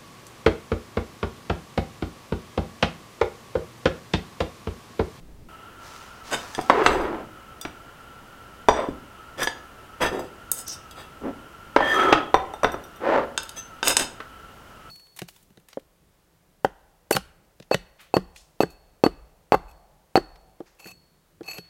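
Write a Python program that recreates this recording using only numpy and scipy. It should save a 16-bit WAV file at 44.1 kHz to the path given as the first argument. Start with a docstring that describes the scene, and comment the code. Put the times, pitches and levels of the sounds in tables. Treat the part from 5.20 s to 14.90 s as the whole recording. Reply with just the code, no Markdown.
"""A lidded stoneware bowl of noodles knocks down on a desk and is pushed into place, close by.
A cup is lifted off the lid and put down, chopsticks are picked up, the lid is taken off and slid under
the bowl, and the chopsticks clatter in the hand. Impacts ring the dishes and thud in the desk top;
friction grinds, scrapes and squeals. A small room answers each knock; something whirs faintly in it."""
import sys
import numpy as np
from scipy import signal
from scipy.fft import next_fast_len
from scipy.io import wavfile

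SR = 44100
rng = np.random.default_rng(int(sys.argv[2]) if len(sys.argv) > 2 else 0)


def store_wav(level_fs):
    """Save 16-bit WAV to argv[1]."""
    pcm = np.round(np.clip(np.atleast_2d(level_fs), -1, 1) * 32767)
    wavfile.write(sys.argv[1], SR, pcm.T.astype(np.int16))


N = 427769


def amp(db):
    """Decibels to gain."""
    return 10 ** (np.asarray(db) / 20)


def unit_rms(x):
    """Scale to rms 1."""
    return x / np.sqrt(np.mean(x ** 2) + 1e-20)


def unit_energy(x):
    """Scale to energy 1."""
    return x / (np.linalg.norm(x) + 1e-20)


def at_level(hit, db):
    """Scale a hit to the energy of 10 ms at rms level db."""
    return amp(db) * unit_energy(hit) * np.sqrt(SR / 100)


def lookup(curve, hz):
    """Interpolate on a log frequency axis."""
    f, value = np.transpose(curve)
    return np.interp(np.log(hz + 1), np.log(f + 1), value)


def add(mix, start_s, sound):
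    """Mix in place at start_s."""
    part = mix[round(start_s * SR):][:len(sound)]
    part += sound[:len(part)]


def play(source, table):
    """One sound per row, at its time."""
    track = np.zeros(N)
    for start_s, *row in table:
        add(track, start_s, source(*row))
    return track


def butter(x, hz, kind, order=2):
    """Butterworth low-pass or high-pass."""
    return signal.lfilter(*signal.butter(order, min(hz, SR / 2 - 1000), kind, fs=SR), x)


def coloured(x, spectrum):
    """Minimum-phase filter with the given spectrum."""
    size = next_fast_len(len(x) + SR // 10)
    log_gain = np.log(amp(lookup(spectrum, abs(np.fft.fftfreq(size, 1 / SR)))))
    response = np.exp(np.conj(signal.hilbert(log_gain)))
    return np.fft.ifft(np.fft.fft(x, size) * response).real[:len(x)]


def narrow_noise(hz, width_hz, size):
    """Complex narrow-band noise around hz."""
    pole = np.exp(-np.pi * width_hz / SR)
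    white = rng.standard_normal(size) + 1j * rng.standard_normal(size)
    drift = signal.lfilter([1], np.poly([pole, pole]), white)
    return drift * np.exp(2j * np.pi * hz * np.arange(size) / SR)


def contact(t60_s, scatter_db):
    """An impulse and the dense, quickly dying vibration behind it."""
    t = np.arange(SR // 3) / SR
    scatter = unit_energy(rng.standard_normal(len(t)) * amp(-60 * t / t60_s))
    return (t == 0) + amp(scatter_db) * scatter


def stroke(rise_s, fall_s):
    """Speed of a hand movement, 0 to 1 and back, then rest."""
    t = np.arange(round((rise_s + fall_s) * SR) + SR // 10) / SR
    return np.interp(t, [0, rise_s, rise_s + fall_s], [0, 1, 0]) ** 0.86


def grit(size, per_s, spread_db, hiss_db=-3):
    """Micro-slips of random size over smooth friction hiss."""
    slips = rng.standard_normal(size) * amp(spread_db * np.minimum(rng.exponential(1, size), 3))
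    slips *= rng.random(size) < per_s / SR
    return unit_rms(unit_rms(slips) + amp(hiss_db) * rng.standard_normal(size))


# room noise spectra: f/Hz, relative level/dB
HUSH_SPECTRUM = [(25, -0.5), (70, -7.5), (220, -14), (1500, -34.5), (16000, -47)]
AIR_SPECTRUM = [(20, -10), (60, -2), (150, -7.5), (300, -9.5), (1000, -12.5), (1350, -12), (1800, -16.5),
                (3000, -26), (3700, -27), (16000, -35)]
# whir bands: f/Hz, width/Hz, level/dB
WHIR_BANDS = [(1332, 44, -52), (1388, 140, -55), (2920, 600, -60)]


def background(hush_db=-46, air_db=-48, air_from_s=0.287, wander_hz=20):
    """A low hush, then room air with a whir that wanders in pitch and strength."""
    hush = amp(hush_db) * unit_rms(coloured(rng.standard_normal(N), HUSH_SPECTRUM))
    air = amp(air_db) * unit_rms(coloured(rng.standard_normal(N), AIR_SPECTRUM))
    drift = narrow_noise(0, 10, N)
    wander = np.exp(2j * np.pi * np.cumsum(wander_hz * unit_rms(drift.real)) / SR)
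    swell = amp(unit_rms(drift.imag))  # 1 dB rms
    whir = sum(amp(db) * unit_rms(swell * (wander * narrow_noise(hz, width_hz, N)).real)
               for hz, width_hz, db in WHIR_BANDS)
    return np.where(np.arange(N) / SR < air_from_s, hush, air + whir)


# skin friction spectrum: f/Hz, relative level/dB
SKIN_SPECTRUM = [(200, -11), (1000, 5.5), (3000, -5), (6000, -4.5), (9000, -13), (16000, -22)]
# hands shifting on the carried bowl: t/s, rise/s, fall/s, level/dB
RUBS = [(.58, 0.085, 0.46, -46.5), (1.031, 0.047, 0.87, -42.5)]


def rub(rise_s, fall_s, db):
    """Skin brushes the matt glaze and keeps it from ringing."""
    speed = stroke(rise_s, fall_s)
    friction = coloured(grit(len(speed), per_s=3000, spread_db=1), SKIN_SPECTRUM)
    return amp(db) * speed * unit_rms(friction)


# modes of the dishes and chopsticks: f/Hz, relative level/dB, t60/s
BOWL = [(1795, 0, .1), (2690, -2, .07), (3340, 0, .07), (3760, -3, .05), (4880, -3, .07), (6180, -6, .08),
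        (7720, -7, .14), (8270, -8, .06), (9480, -7, .07), (11340, -10, .08), (13430, -7, .09),
        (15500, -9, .06)]
LID = [(1723, 20.5, 0.049), (3320, 14, 0.017), (3577, 6.5, 0.052), (4860, 5.5, .07), (5990, 9.5, 0.032),
       (6680, -13, 0.39), (8180, 2, 0.077), (8500, -1.5, 0.067), (9480, 2.5, 0.049), (10700, -18.5, 0.054),
       (12500, 1.5, 0.067), (13400, -1, 0.089), (14300, -12.5, 0.019)]
CUP = [(3670, 3, 0.12), (3480, 17.5, 0.036), (4850, 1.5, 0.15), (5820, 4, 0.13), (6330, -8, 0.12),
       (6804, -6, .2), (7940, 0, 0.078), (8200, 2, 0.12)]
STICKS = [(1537, 6, 0.044), (2660, 2.5, 0.024), (3020, 0.5, 0.024), (3660, 4, 0.032), (4856, -1, 0.036),
          (5140, -8.5, 0.12), (6290, -1, 0.057), (6790, 2.5, 0.031), (7910, 3.5, 0.021), (8460, 6, 0.026),
          (8200, -6, 0.029), (9240, -4.5, 0.054), (9990, -1.5, 0.039), (12600, -3, 0.026),
          (14300, -33, 0.016)]
BOWL_IN_LID = [(3600, 1.5, 0.072), (5800, 3.5, 0.041), (8320, -5.5, 0.11), (10900, -12.5, 0.1),
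               (13400, -3, 0.089)]
MODES = {"bowl": BOWL, "lid": LID, "cup": CUP, "sticks": STICKS, "nested": BOWL_IN_LID}


def ring(thing, spread_db=2):
    """Decaying modes; each contact point weights them differently."""
    t = np.arange(SR // 3) / SR
    ringing = 0
    for hz, db, t60_s in MODES[thing]:
        envelope = amp(db + spread_db * rng.standard_normal() - 60 * t / t60_s)
        ringing += envelope * rng.choice([-1, 1]) * np.sin(2 * np.pi * hz * t)
    return unit_energy(ringing)


def to_desk_db(hz):
    """Heavier, lower contacts pass more through the dish into the desk: 8 dB per octave."""
    return -8 * np.log2(hz / 2700)


# thing: ring re contact/dB
SCRAPE_RING_DB = {"bowl": 4.5, "lid": 5.5, "cup": 28, "sticks": 6}
# stoneware and chopsticks rubbing: t/s, rise/s, fall/s, level/dB, f/Hz, thing
SCRAPES = [(1.107, 0.0308, 0.0297, -27.5, 2230, "sticks"), (1.629, 0.0065, 0.26, -41.5, 4000, "bowl"),
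           (3.49, 0.053, 0.11, -41, 6440, "cup"), (4.173, 0.05, 0.032, -26.5, 2690, "lid"),
           (4.802, 0.021, 0.075, -25, 1770, "bowl"), (4.889, 0.059, 0.14, -47.5, 3600, "bowl"),
           (5.319, 0.07, 0.037, -34, 12500, "sticks"), (5.459, 0.072, 0.037, -41.5, 7000, "sticks"),
           (5.75, 0.033, 0.078, -44.5, 2800, "bowl"), (6.6, 0.12, 0.28, -34, 2700, "lid"),
           (8.356, 0.017, 0.029, -39, 4450, "bowl"), (8.629, 0.076, .032, -21.5, 4000, "sticks"),
           (8.779, 0.023, 0.056, -27, 3240, "sticks")]


def scrape(rise_s, fall_s, db, hz, thing, spots=3, edge_ratio=2.09):
    """Grit catches and lets go at several spots, ringing the modes; the desk rumbles along."""
    speed = stroke(rise_s, fall_s)
    rubbed = 0
    for _ in range(spots):
        tick = unit_energy(contact(t60_s=0.0099, scatter_db=-14))
        body = tick + amp(SCRAPE_RING_DB[thing]) * ring(thing)
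        body = butter(body, hz / edge_ratio, "high", order=3)
        body = unit_energy(butter(body, hz * edge_ratio, "low", order=1))
        rubbed += signal.fftconvolve(speed * grit(len(speed), per_s=300, spread_db=0), body)
    sound = amp(db) * rubbed / np.sqrt(spots)
    rumble_db = db + 1 + to_desk_db(hz)
    add(sound, 0, slide(rise_s, fall_s, rumble_db, hard_hz=1970, boom_hz=524.3, boom_width_hz=490))
    return sound


# thing: ring re contact/dB
CLICK_RING_DB = {"bowl": 3, "lid": 4.5, "cup": 5.5, "sticks": 0, "nested": 9}
# clinks and clicks: t/s, level/dB, f/Hz, thing
CLICKS = [(1.349, -31.5, 4300, "lid"), (1.412, -40.5, 5900, "lid"), (1.6634, -24, 3500, "bowl"),
          (2.4132, -34, 9000, "cup"), (3.4858, -25.5, 5100, "cup"), (4.232, -26.5, 6530, "lid"),
          (4.273, -21, 2700, "lid"), (4.994, -44.5, 9000, "bowl"), (5.316, -17.5, 15000, "sticks"),
          (5.481, -34.5, 8500, "sticks"), (5.711, -44.5, 6000, "bowl"), (7.143, -34.5, 2360, "nested"),
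          (7.337, -45.5, 5800, "nested"), (7.4334, -35, 5800, "nested"), (7.445, -28, 1650, "sticks"),
          (7.519, -42.5, 7160, "nested"), (7.639, -47.5, 8000, "nested"), (7.76, -52.5, 7500, "nested"),
          (8.177, -22, 3560, "sticks"), (8.232, -40, 8400, "sticks"), (8.2926, -37, 6230, "sticks"),
          (8.629, -23, 2300, "sticks"), (8.6734, -19.5, 3200, "sticks"), (8.681, -17, 8900, "sticks"),
          (8.768, -13.5, 5000, "sticks"), (8.7962, -24, 5000, "sticks")]


def click(db, hz, thing, edge_ratio=1.95):
    """A small hard contact: a tick, the thing's modes and a thud through the bowl."""
    tick = amp(-8.5) * contact(t60_s=0.018, scatter_db=5.5)
    clink = tick + amp(CLICK_RING_DB[thing]) * ring(thing)
    clink = butter(clink, hz / edge_ratio, "high", order=3)
    clink = butter(clink, hz * edge_ratio, "low", order=3)
    thud = knock(db - 3.5 + to_desk_db(hz), hard_hz=1970, boom_hz=906, thing="bowl")
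    return at_level(clink, db) + thud


def boom_gain(hard_hz):
    """Harder contacts boom less: 3 dB per octave."""
    return amp(-3 - 3 * np.log2(hard_hz / 1300))


# desk top response: f/Hz, relative level/dB
DESK_SPECTRUM = [(30, -25.5), (110, -19.5), (180, -13), (300, 0.5), (500, 0.5), (1000, 1), (2000, -1),
                 (4000, -7.5), (8000, -11), (16000, -54)]
# crockery on the desk: t/s, level/dB, hardness cutoff/Hz, boom f/Hz, thing
KNOCKS = [(1.381, -27, 600, 400, "bowl"), (1.3901, -21, 850, 753, "bowl"), (1.4983, -7, 1420, 1108, "bowl"),
          (1.583, -24, 1380, 897, "bowl"), (1.6626, -10, 3200, 1300, "bowl"),
          (2.4509, -27.5, 2320, 286, "cup"), (3.4858, -8, 1170, 810, "cup"),
          (3.4896, -14, 1490, 1063, "cup"), (3.687, -23.5, 304, 287, "cup"),
          (4.993, -30.5, 680, 317, "bowl"), (6.563, -8.5, 1210, 952, "lid"),
          (6.6064, -16, 1130, 830, "lid"), (6.926, -7.5, 2350, 857, "lid"),
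          (7.143, -8, 1300, 785, "nested"), (7.338, -30.5, 810, 850, "nested"),
          (7.4329, -17, 1170, 605, "nested"), (7.445, -14, 1640, 438, "nested"),
          (7.542, -26.5, 1060, 396, "nested"), (9.0025, -32.5, 2470, 1520, "bowl")]


def knock(db, hard_hz, boom_hz, thing, boom_t60_s=0.047):
    """The desk thuds, booms at a pitch set by where it is hit, and damps the dish's ring."""
    t = np.arange(SR // 3) / SR
    impact = coloured(contact(t60_s=0.037, scatter_db=12.5), DESK_SPECTRUM)
    thud = unit_energy(butter(impact, hard_hz, "low"))
    boom = unit_energy(np.sin(2 * np.pi * boom_hz * t) * amp(-60 * t / boom_t60_s))
    dish = amp(-23.5) * butter(ring(thing), 7500, "low")  # a blunt blow favours the lower modes
    return at_level(thud + boom_gain(hard_hz) * boom + dish, db)


# desk top resonances: f/Hz, width/Hz, gain/dB
DESK_MODES = [(224, 67, -18.5), (312.5, 4, -6), (515, 2.5, -28), (559, 9.1, -6)]


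def desk_hum(shake):
    """The desk top hums on briefly after being shaken."""
    return sum(amp(db) * signal.lfilter(*signal.iirpeak(hz, hz / width_hz, fs=SR), shake)
               for hz, width_hz, db in DESK_MODES)


# crockery dragged over the desk: t/s, rise/s, fall/s, level/dB, hardness cutoff/Hz, top boom f/Hz
SLIDES = [(1.485, 0.0817, 0.5, -21.5, 1300, 430), (1.781, 0.0805, 0.26, -40, 700, 280),
          (1.632, 0.022, .21, -33.5, 120, 50.3), (3.495, 0.086, 0.111, -25.5, 1180, 621),
          (4.90, 0.0405, 0.133, -27.5, 617, 438.7), (6.005, 0.07, 0.053, -27.5, 640, 290.8),
          (6.58, 0.037, 0.21, -25.5, 1520, 604), (6.73, 0.0697, .25, -20.5, 1650, 400),
          (7.16, 0.049, .08, -45, 990, 800), (7.45, 0.069, 0.096, -39, 880, 329.7),
          (7.80, .14, 0.12, -18, 1220, 629.2)]


def slide(rise_s, fall_s, db, hard_hz, boom_hz, boom_width_hz=110):
    """An unglazed foot grinds over the desk and shakes it; duller and lower as it slows."""
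    speed = stroke(rise_s, fall_s)
    friction = coloured(grit(len(speed), per_s=1500, spread_db=1.8), DESK_SPECTRUM)
    fast = unit_rms(butter(friction, hard_hz, "low"))
    slow = unit_rms(butter(friction, 0.67 * hard_hz, "low"))
    rumble = speed * fast + (1 - speed) * slow
    cycles = np.cumsum(boom_hz * (0.7 + 0.3 * speed)) / SR
    boom = unit_rms((narrow_noise(0, boom_width_hz, len(speed)) * np.exp(2j * np.pi * cycles)).real)
    return amp(db) * speed * unit_rms(rumble + boom_gain(hard_hz) * boom)


# friction tones: t/s, rise/s, fall/s, level/dB, f/Hz, width/Hz
SQUEALS = [(5.459, 0.034, .06, -33, 5700, 1100), (6.55, 0.2, .03, -23, 1787, 21),
           (6.55, 0.16, 0.4, -33.5, 3257, 120), (6.72, 0.046, 0.29, -20.5, 1300, 85),
           (8.358, 0.0067, 0.079, -35, 6185, 9)]


def squeal(rise_s, fall_s, db, hz, width_hz, roughness=0.37):
    """Stick-slip locks on to one resonance: a tone if narrow, a rasp if wide; grit roughens it."""
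    speed = stroke(rise_s, fall_s)
    resonance = narrow_noise(hz, width_hz, len(speed))
    tone = resonance.real / np.sqrt(abs(resonance) + 1e-12)  # halves the level swings in dB
    grip = 1 + roughness * unit_rms(narrow_noise(0, 220, len(speed)).real)
    return amp(db) * speed * unit_rms(grip * tone)


# room decay: f/Hz, t60/s
ROOM_T60 = [(150, 0.45), (500, 0.47), (1400, 0.39), (4000, 0.32), (9000, 0.28), (15000, 0.13)]
# echo spectrum: f/Hz, level/dB
ECHO_SPECTRUM = [(100, 1.5), (300, -5.5), (1000, -8), (4000, -7), (14000, -10.5)]


def room_echo(x, build_s=0.0097, reflections_per_s=5000):
    """Dense reflections build up, then each band dies at its own rate."""
    taps = rng.standard_normal(SR) * (rng.random(SR) < reflections_per_s / SR)
    hz, t, bands = signal.stft(taps, SR, nperseg=256)
    envelope = amp(-60 * t / lookup(ROOM_T60, hz)[:, None]) * (1 - np.exp(-(t / build_s) ** 2))
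    envelope /= np.linalg.norm(envelope, axis=1, keepdims=True)
    tail = unit_energy(signal.istft(bands * envelope, SR, nperseg=256)[1])
    return signal.fftconvolve(x, coloured(tail, ECHO_SPECTRUM))[:N]


def scene():
    """Handling sounds, their echo and the background, in mono."""
    on_desk = play(knock, KNOCKS) + play(slide, SLIDES)
    direct = on_desk + desk_hum(on_desk)
    direct += play(click, CLICKS) + play(scrape, SCRAPES) + play(squeal, SQUEALS) + play(rub, RUBS)
    return (direct + room_echo(direct) + background())[None]


def record(dry):
    """The hardest knocks overload at full scale; low-pass at 16.1 kHz."""
    low_pass = signal.firwin(511, 16100, window=("kaiser", 9), fs=SR)
    return signal.oaconvolve(np.clip(dry, -1, 1), low_pass[None], "same")


dry = scene()
out = record(dry)
store_wav(out)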